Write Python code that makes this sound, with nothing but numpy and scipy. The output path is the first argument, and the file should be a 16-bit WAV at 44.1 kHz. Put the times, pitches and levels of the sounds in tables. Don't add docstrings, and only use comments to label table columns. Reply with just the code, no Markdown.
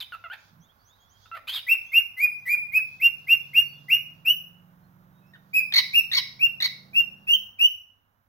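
import sys
import numpy as np
from scipy import signal
from scipy.fft import rfft, irfft, next_fast_len
from scipy.io import wavfile
from scipy.ndimage import uniform_filter1d

SR = 44100
rng = np.random.default_rng(int(sys.argv[2]) if len(sys.argv) > 2 else 0)


def ratio_of_db(decibels):
    return 10 ** (np.asarray(decibels, float) / 20)


def transcribe(u):
    v = np.clip(np.atleast_2d(u).T, -1, 1)
    q = np.round(v * 32767).astype(np.int16)
    wavfile.write(sys.argv[1], SR, q)


N = 365148


def shaped(x, points):
    size = next_fast_len(x.shape[-1])
    hz, db = np.transpose(points)
    f = np.maximum(np.fft.rfftfreq(size, 1 / SR), 1)
    gain = ratio_of_db(np.interp(np.log(f), np.log(np.maximum(hz, 1)), db))
    return irfft(rfft(x, size) * gain, size)[..., :x.shape[-1]]


def unit(x):
    return x / np.sqrt(np.mean(x ** 2))


def walk(rate, size):
    k = max(int(SR / rate), 1)
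    chance = rng.standard_normal(max(size, 8192))
    once = uniform_filter1d(chance, k, mode="wrap")
    return unit(uniform_filter1d(once, k, mode="wrap"))[:size]


def later(x, samples):
    size = next_fast_len(len(x) + 64)
    phase = np.exp(-2j * np.pi * np.fft.rfftfreq(size) * samples)
    return irfft(rfft(x, size) * phase, size)[:len(x)]


def stack(turns, orders):
    return sum(np.sqrt(2) * ratio_of_db(db) * np.sin(2 * np.pi * k * turns + k * k) for k, db in orders)


# f/Hz, density level/dB
HUSH = [(120, -45.5), (200, -19), (692, -3.5), (1090, -1), (1220, -3), (1460, -1.5), (2620, -19),
        (3920, -20), (4370, -25.5), (5750, -23), (8440, -31), (13000, -17.5), (15700, -18)]
# f/Hz, density level/dB
RUMBLE = [(12, -36.5), (20, -8), (92, -1.5), (177, -11), (261, -13), (336, -30.5), (400, -30.5), (520, -57),
          (880, -120)]
HUSH_DB, RUMBLE_DB = -66.5, -71
THUD_S, THUD_HZ, THUD_DB = 0.575, 160, -60
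CALM_S, CALM_LENGTH_S, CALM_DB = 7.6, .2, -7.5


def hush():
    t = np.arange(N) / SR
    both, left, right = rng.standard_normal((3, N))
    noise = .75 * np.array([both, later(both, 14.0)]) + .65 * np.array([left, right])
    hiss = unit(shaped(noise, HUSH)) * ratio_of_db(HUSH_DB)
    hum = ratio_of_db(0.5 + 1.4 * walk(6.3, N)) * np.sin(2 * np.pi * 100 * t)
    rumble = (unit(shaped(noise, RUMBLE)) + hum) * ratio_of_db(RUMBLE_DB + 2.1 * walk(2.1, N))
    thud = unit(shaped(both, [(THUD_HZ / 3, -30), (THUD_HZ, 0), (2.0 * THUD_HZ, -24), (900, -60)]))
    thud = thud * ratio_of_db(THUD_DB) * np.exp(-((t - THUD_S) / 0.077) ** 2)
    calm = ratio_of_db(CALM_DB * np.clip((t - CALM_S) / CALM_LENGTH_S + .5, 0, 1))
    return calm * (hiss + rumble + thud) * ratio_of_db(np.array([[-2.4], [2.4]]))


# f/Hz, T60/s
ROOM_T60 = [(500, 0.76), (2500, 0.39), (3800, 0.37), (5000, .46), (10000, 0.39), (15000, 0.35)]
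# t/s, left level/dB, right level/dB
ECHOES = [
    (.004, -7.5, -39),
    (.009, -48.5, -8.5),
    (0.018, -16, -10),
]
ROOM_DB, ROOM_ALIKE = -9, 0.13


def room(x):
    t = np.arange(int(.9 * SR)) / SR
    both, left, right = rng.standard_normal((3, len(t)))
    alike = np.clip(ROOM_ALIKE, 0, 1)
    raw = np.sqrt(alike) * both + np.sqrt(1 - alike) * np.array([left, right])
    hz, t60 = np.transpose(ROOM_T60)
    tail = 0
    for k in range(len(hz)):
        band = [(f, 0 if j == k else -40) for j, f in enumerate(hz)]
        tail = tail + shaped(raw, band) * np.exp(-np.log(1000) * t / t60[k])
    tail = tail * np.clip((t - .005) / 0.038, 0, 1)
    tail = ratio_of_db(ROOM_DB) * tail / np.sqrt(np.sum(tail ** 2) / 2)
    for s, left_db, right_db in ECHOES:
        tail[:, int(s * SR)] += ratio_of_db(np.array([left_db, right_db]))
    return signal.fftconvolve(x[None], tail, axes=1)[:, :N]


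# t/s, length/s, start f/Hz, end f/Hz, level/dB
SPARROWS = [(0.37, 0.048, 6100, 7260, -70), (0.596, 0.059, 5440, 6920, -64),
            (0.607, 0.078, 3050, 3820, -65.5), (0.683, 0.039, 3150, 3450, -60),
            (0.842, .07, 5450, 7060, -61), (0.873, 0.1, 3200, 4020, -61), (0.978, 0.12, 3160, 3470, -63),
            (1.087, 0.055, 5500, 7040, -61.5), (1.096, 0.11, 3090, 3300, -65),
            (1.2, 0.074, 6200, 6700, -67), (1.212, 0.11, 3160, 3990, -62),
            (3.411, 0.058, 3360, 3560, -64.5), (3.62, 0.16, 4500, 4450, -58), (1.82, .12, 5900, 6500, -66),
            (1.84, .1, 3000, 3700, -64), (2.36, .08, 5500, 6300, -70), (.78, .07, 4300, 4800, -68),
            (.99, .06, 6300, 6900, -69), (3.71, 0.14, 3420, 3500, -66), (4.82, .06, 4100, 4300, -77.5),
            (5.12, 0.12, 3690, 3900, -74), (5.2, 0.13, 2520, 2700, -69.5), (5.25, 0.086, 5300, 5400, -76)]
# f/Hz, level/dB
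CHATTER = [(2500, -30), (3300, -2.5), (3900, -7.5), (4600, -4), (5600, -9.5), (6500, -10), (7600, -26.5)]
# start t/s, end t/s, level/dB
BOUTS = [
    (-.5, 1.45, -70),
    (1.5, 4.3, -75),
    (5.3, 7.4, -79),
]
BOUT_EDGE_S = .25


def sparrows():
    chirps = np.zeros(N)
    for s, length, hz0, hz1, db in SPARROWS:
        u = np.linspace(0, 1, int(length * SR))
        hz = (hz0 + (hz1 - hz0) * u ** 0.92) * (1 + 0.011 * walk(220, len(u)))
        sweep = np.sin(2 * np.pi * np.cumsum(hz) / SR)
        chirps[int(s * SR):int(s * SR) + len(u)] += ratio_of_db(db) * np.sin(np.pi * u) * sweep
    t = np.arange(N) / SR
    bouts = sum(ratio_of_db(db) * np.clip(np.minimum(t - s0, s1 - t) / BOUT_EDGE_S + .5, 0, 1) for s0, s1, db in BOUTS)
    level = bouts * ratio_of_db(4.5 * walk(9, N))
    flock = level * unit(shaped(rng.standard_normal((2, N)), CHATTER))
    return (chirps + flock) * np.array([[.6], [1]]) + room(chirps)


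def columns(note, edge_s):
    s, *rest = np.transpose(note)
    t = np.arange(s[0], s[-1], 1 / SR)
    gate = np.clip(np.minimum(t - s[0], s[-1] - t) / edge_s, 0, 1)
    smooth = [uniform_filter1d(np.interp(t, s, c), int(0.00067 * SR), mode="nearest") for c in rest]
    return int(s[0] * SR), smooth, gate


def rough_notes(notes, orders, rasp, rasp_db):
    out = np.zeros(N)
    for note in notes:
        i, (hz, db, rough, *shares), gate = columns(note, 0.00033)
        turns = np.cumsum(hz * (1 + .08 * rough * walk(330, len(hz)))) / SR
        uneven = 1 + sum(share * np.sin(2 * np.pi * turns / (k + 2)) for k, share in enumerate(shares))
        size = 1 + np.clip(rough, 0, 1) * np.tanh(walk(400, len(hz)))
        sound = uneven * stack(turns, orders) + rough * ratio_of_db(rasp_db) * rasp[i:i + len(hz)]
        out[i:i + len(hz)] += gate * ratio_of_db(db) * size * sound
    return out


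# t/s, f/Hz, level/dB
SCREECHES = [
    [(.003, 3950, -41), (.015, 3350, -41), (.03, 3050, -44)],
    [(1.472, 2300, -47), (1.492, 3100, -35), (1.515, 3280, -42), (1.545, 3790, -37.5), (1.567, 3350, -33.5),
     (1.587, 3000, -42.5), (1.605, 2700, -54)],
]
# multiple, level/dB
SCREECH_ORDERS = [(1, 5), (2, -33), (3, -20.5), (4, -28)]
SCREECH_ROUGH, SCREECH_HALF, SCREECH_THIRD = .45, .8, .25


def screech(curve):
    return [(s, hz, db, SCREECH_ROUGH, np.interp(hz, (2300, 3200), (SCREECH_HALF, .05)), SCREECH_THIRD)
            for s, hz, db in curve]


def screeches(rasp):
    return rough_notes([screech(curve) for curve in SCREECHES], SCREECH_ORDERS, rasp, rasp_db=4)


CRACK_AT, CRACK_WIDTH = .6, .1


def cluck(row, throat):
    s, length, hz0, hz1, db = row
    rough0, rough1, half0, half1, fall_db = throat
    u = np.linspace(0, 1, num=20)
    late = 1 / (1 + np.exp((CRACK_AT - u) / CRACK_WIDTH))
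    hz = hz0 + (hz1 - hz0) * np.sin(np.pi * u / 2) ** 2
    rough = rough0 + (rough1 - rough0) * late
    half = half0 + (half1 - half0) * late
    return np.transpose([s + length * u, hz, db - fall_db * u ** 2, rough, half])


# t/s, length/s, start f/Hz, end f/Hz, level/dB
CRACKED = [(.3, .045, 1400, 1850, -42), (1.315, .063, 1350, 1330, -41.5)]
PLAIN_CLUCKS = [(.122, .03, 1440, 1350, -42)]
DOUBLED = [(.24, .03, 1420, 1290, -42)]
HOARSE = [(1.258, .01, 1420, 1310, -58), (5.335, .03, 2000, 1400, -61.5)]
# roughness 0-1 at start, at end, half-pitch share 0-1 at start, at end, final fall/dB
CRACK = (.05, .8, .04, .9, 7)
PLAIN = (.3, .3, .04, .04, -4)
DOUBLE = (.05, .05, .35, .35, 5)
HUSK = (.4, .4, .05, .05, 5)
# multiple, level/dB
CLUCK_ORDERS = [(1, 6), (2, -5.5), (3, -33), (4, -51.5)]


def clucks(rasp):
    throats = [(CRACKED, CRACK), (PLAIN_CLUCKS, PLAIN), (DOUBLED, DOUBLE), (HOARSE, HUSK)]
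    notes = [cluck(row, throat) for rows, throat in throats for row in rows]
    return rough_notes(notes, CLUCK_ORDERS, rasp, rasp_db=-6)


ATTACK_S, ATTACK_DB, RELEASE_S = .005, 11, .017
BREATH_DB, BREATH_FADE_DB, BREATH_FOLLOWS = -22, 17, .4


def whistle(row, kind):
    s, length, hz0, hz1, db = row
    wait, rise, creep_hz, sag_hz, swell_wait, swell, swell_db, release_db, over_db = kind
    t = np.linspace(0, length, num=30)
    hz = hz1 - (hz1 - hz0) * np.exp(-np.maximum(t - wait, 0) / rise)
    hz = hz + creep_hz * t - sag_hz * (t / length) ** 4
    level_db = db - swell_db * np.exp(-np.maximum(t - swell_wait, 0) / swell)
    level_db = level_db - ATTACK_DB * np.exp(-t / ATTACK_S)
    level_db = level_db - release_db * np.clip(1 - (length - t) / RELEASE_S, 0, 1)
    air_db = db + BREATH_DB + BREATH_FOLLOWS * (level_db - db) - BREATH_FADE_DB * t / length
    return np.transpose([s + t, hz, level_db, over_db + 0 * t, air_db])


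# t/s, length/s, start f/Hz, top f/Hz, level/dB
SCOOPS = [(1.664, .081, 1970, 2735, -14), (1.915, .09, 2120, 2785, -13.5), (2.716, .074, 2110, 2580, -16),
          (3.881, .085, 2020, 2845, -13.5)]
FLICKS = [(2.997, .083, 2100, 2780, -14), (3.268, .08, 2080, 2770, -12.5), (3.53, .087, 2110, 2805, -12.5),
          (6.39, .078, 2300, 2765, -21.5), (6.93, .084, 2400, 2765, -22)]
SLIDES = [(2.165, .097, 2010, 2370, -12.5), (2.451, .097, 1970, 2345, -12)]
ARCHES = [(5.53, .072, 2310, 2635, -25.5), (5.929, .077, 2200, 2870, -23.5)]
CLIMBS = [(4.247, .079, 2330, 2730, -12), (7.266, .094, 2440, 2715, -21.5), (7.583, .089, 2290, 2740, -20)]
# wait/s, pitch rise/s, creep/(Hz/s), final sag/Hz, swell wait/s, swell/s, swell/dB,
# release/dB, overtone level/dB
SCOOP = (.016, .013, 300, 10, .014, .015, 21, 10, -32)
FLICK = (.012, .013, 500, 10, .014, .015, 23, 10, -33)
SLIDE = (.03, .012, 1500, 60, .006, .045, 28, 6, -30)
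ARCH = (.005, .014, 100, 320, .004, .013, 14, 3, -25)
CLIMB = (.002, .016, 3300, 10, .002, .02, 28, 9, -29)
# multiple, level/dB
WHISTLE_ORDERS = [(1, 1), (2, -2.5), (3, -4), (4, 3.5), (5, 9), (6, 3), (7, -7)]
# t/s, half length/s, rate/Hz, depth as a share of f
WARBLES = [
    (2.479, .015, 92, -.05),
    (7.341, .012, 22, .065),
]


def whistles(air, pop_db=-21, pop_s=0.0058, waver=0.0045, grain_db=3.2, bloom=0.2):
    out = np.zeros(N)
    kinds = [(SCOOPS, SCOOP), (FLICKS, FLICK), (SLIDES, SLIDE), (ARCHES, ARCH), (CLIMBS, CLIMB)]
    for note in [whistle(row, kind) for rows, kind in kinds for row in rows]:
        i, (hz, db, over_db, air_db), gate = columns(note, .006)
        n = len(hz)
        t = np.arange(n) / SR
        shake = 0
        for s, half, rate_hz, depth in WARBLES:
            since = t + i / SR - s
            shake = shake + depth * np.exp(-(since / half) ** 4) * np.cos(2 * np.pi * rate_hz * since)
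        glide = uniform_filter1d(hz, SR // 100, mode="nearest")
        turns = np.cumsum(glide * (1 + shake + waver * walk(170, n))) / SR
        over = sum(ratio_of_db(grain_db * walk(600, n)) * stack(turns, [order]) for order in WHISTLE_ORDERS[1:])
        over = ratio_of_db(over_db + bloom * (db - db.max())) * over
        tone = ratio_of_db(db) * (stack(turns, WHISTLE_ORDERS[:1]) + over)
        hiss = ratio_of_db(air_db) * np.clip(t / 0.012, 0, 1) * air[i:i + n]
        out[i:i + n] += gate * (tone + hiss)
        pop = np.exp(-t / pop_s) * np.sin(2 * np.pi * 1700 * t + 1.5 * walk(790, n))
        softer_db = 0.03 * max(hz.max() - 2600, 0)
        out[i + n:i + 2 * n] += ratio_of_db(db.max() + pop_db - softer_db) * pop
    return out


YELP_THIRD, YELP_SAG, YELP_FALL_DB = .07, .17, 9


def yelp(s, length, hz, db, half):
    start = (s, .96 * hz, db - 1, .1, .05, .05)
    crest = (s + .4 * length, hz, db, .12, half, YELP_THIRD)
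    sag = (s + .7 * length, (1 - .67 * YELP_SAG) * hz, db, .2, half, YELP_THIRD)
    end = (s + length, (1 - YELP_SAG) * hz, db - YELP_FALL_DB, .4, half, YELP_THIRD)
    return [start, crest, sag, end]


# t/s, length/s, f/Hz, level/dB, half-pitch share 0-1
YELPS = [(5.723, .004, 1900, -33.5, .3), (5.738, .013, 2237, -25, .02), (5.758, .014, 2205, -22, .06),
         (5.773, .022, 2244, -22, .3), (6.115, .014, 1950, -33.5, .05), (6.132, .012, 2190, -28, .05),
         (6.148, .014, 2257, -26, .05), (6.167, .024, 2267, -27, .66), (6.603, .013, 1995, -34, .16),
         (6.622, .012, 2230, -27, .02), (6.642, .022, 2250, -27.5, .18)]
# multiple, level/dB
SQUAWK_ORDERS = [(1, -6), (2, .5), (3, -27), (4, -36), (5, -24), (6, -26.5), (7, -24.5)]


def squawks(rasp):
    return rough_notes([yelp(*row) for row in YELPS], SQUAWK_ORDERS, rasp, rasp_db=.1)


# f/Hz, level/dB
AIR = [(500, -27.5), (1500, -8.5), (2500, -6), (3600, -20), (4800, -17.5), (7000, -29), (9000, -29.5),
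       (11500, -6), (14000, -7), (16000, -7.5)]
# f/Hz, level/dB
RASP = [(500, -21), (1200, -5), (2200, -7), (3000, -2.5), (4500, -3), (5500, -24), (7000, -19.5),
        (9000, -17.5), (11500, -7), (14000, -14), (16000, -21.5)]
# f/Hz, gain/dB
BEAK = [(250, -37.5), (450, -6), (900, -3), (5000, 0), (6300, 0.5), (7800, -1.5), (10000, -7), (13000, 0.5),
        (16000, -2.5)]
# f/Hz, gain/dB
TURN_COLOUR = [(1500, 5), (3000, 8.5), (4500, 6), (6200, 10), (8000, 4), (13000, 3)]
TURN_S, TURN_LAG, TOP_LAG = 5.2, 6.07, 28.8


def cockatiel():
    air = unit(shaped(rng.standard_normal(N), AIR))
    rasp = unit(shaped(rng.standard_normal(N), RASP))
    voice = screeches(rasp) + clucks(rasp) + whistles(air) + squawks(rasp)
    turned = np.arange(N) / SR > TURN_S
    voice = shaped(voice * ~turned + shaped(voice * turned, TURN_COLOUR), BEAK)
    low = shaped(voice * turned, [(6800, 0), (7800, -50)])
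    top = shaped(voice * turned, [(13200, -50), (13900, 0)])
    right = voice - low - top + later(low, TURN_LAG) + later(top, TOP_LAG)
    return ratio_of_db(-0.19) * np.array([voice, ratio_of_db(-1.54) * right]) + ratio_of_db(1.3) * room(voice)


# multiple of the cycle rate, level/dB
ENGINE_ORDERS = [(4, -12), (5, 0), (6, -1), (7, 1), (8, 0), (9, -9), (10, 1), (11, -7), (12, -7), (13, -1),
                 (14, -6), (15, 0), (17, -6), (18, -4), (20, -2), (23, -3), (25, -1), (28, -5), (30, -5)]
# t/s, f/Hz
VEHICLE_HZ = [(1.7, 17.5), (3.0, 19.25), (4.0, 20.85), (4.6, 22.1), (7.0, 27.75), (7.25, 28.1), (7.6, 28.2)]
# t/s, level/dB
VEHICLE_DB = [(1.7, -79), (2.5, -62), (3.77, -58), (5.59, -60.5), (7.09, -54), (7.39, -60.5), (7.6, -80)]
# f/Hz, gain/dB
PANE = [(40, -40), (85, -15), (135, 0), (190, -1), (235, -14), (290, -12), (400, -21), (650, -14),
        (1000, -21), (1600, -38)]


def vehicle():
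    t = np.arange(N) / SR
    cycle_hz = np.interp(t, *np.transpose(VEHICLE_HZ))
    turns = np.cumsum(cycle_hz * (1 + .0015 * walk(4, N))) / SR
    engine = 0
    for order in ENGINE_ORDERS:
        drift = ratio_of_db(3 * walk(1.5 * 64, N // 64 + 1))
        engine = engine + np.repeat(drift, 64)[:N] * stack(turns, [order])
    road = unit(shaped(rng.standard_normal(N), PANE))
    sound = unit(shaped(engine, PANE)) + ratio_of_db(-12) * road
    sound = sound * ratio_of_db(np.interp(t, *np.transpose(VEHICLE_DB), left=-99, right=-99))
    return np.array([ratio_of_db(-3) * sound, ratio_of_db(1.2) * later(sound, 14.0)])


def scene():
    return hush() + sparrows() + cockatiel() + vehicle()


def band_limit(x):
    return signal.sosfilt(signal.butter(12, 16610, fs=SR, output="sos"), x)


# f/Hz, gain/dB
RIGHT_PORT = [(6000, 1.5), (9000, -0.4), (12000, 2.5), (16000, 4)]


def record(dry):
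    ports = np.array([dry[0], shaped(dry[1], RIGHT_PORT)])
    top = signal.ellip(8, .2, 60, 15750, fs=SR, output="sos")
    return band_limit(signal.sosfilt(top, ports))


dry = scene()
out = record(dry)
transcribe(out)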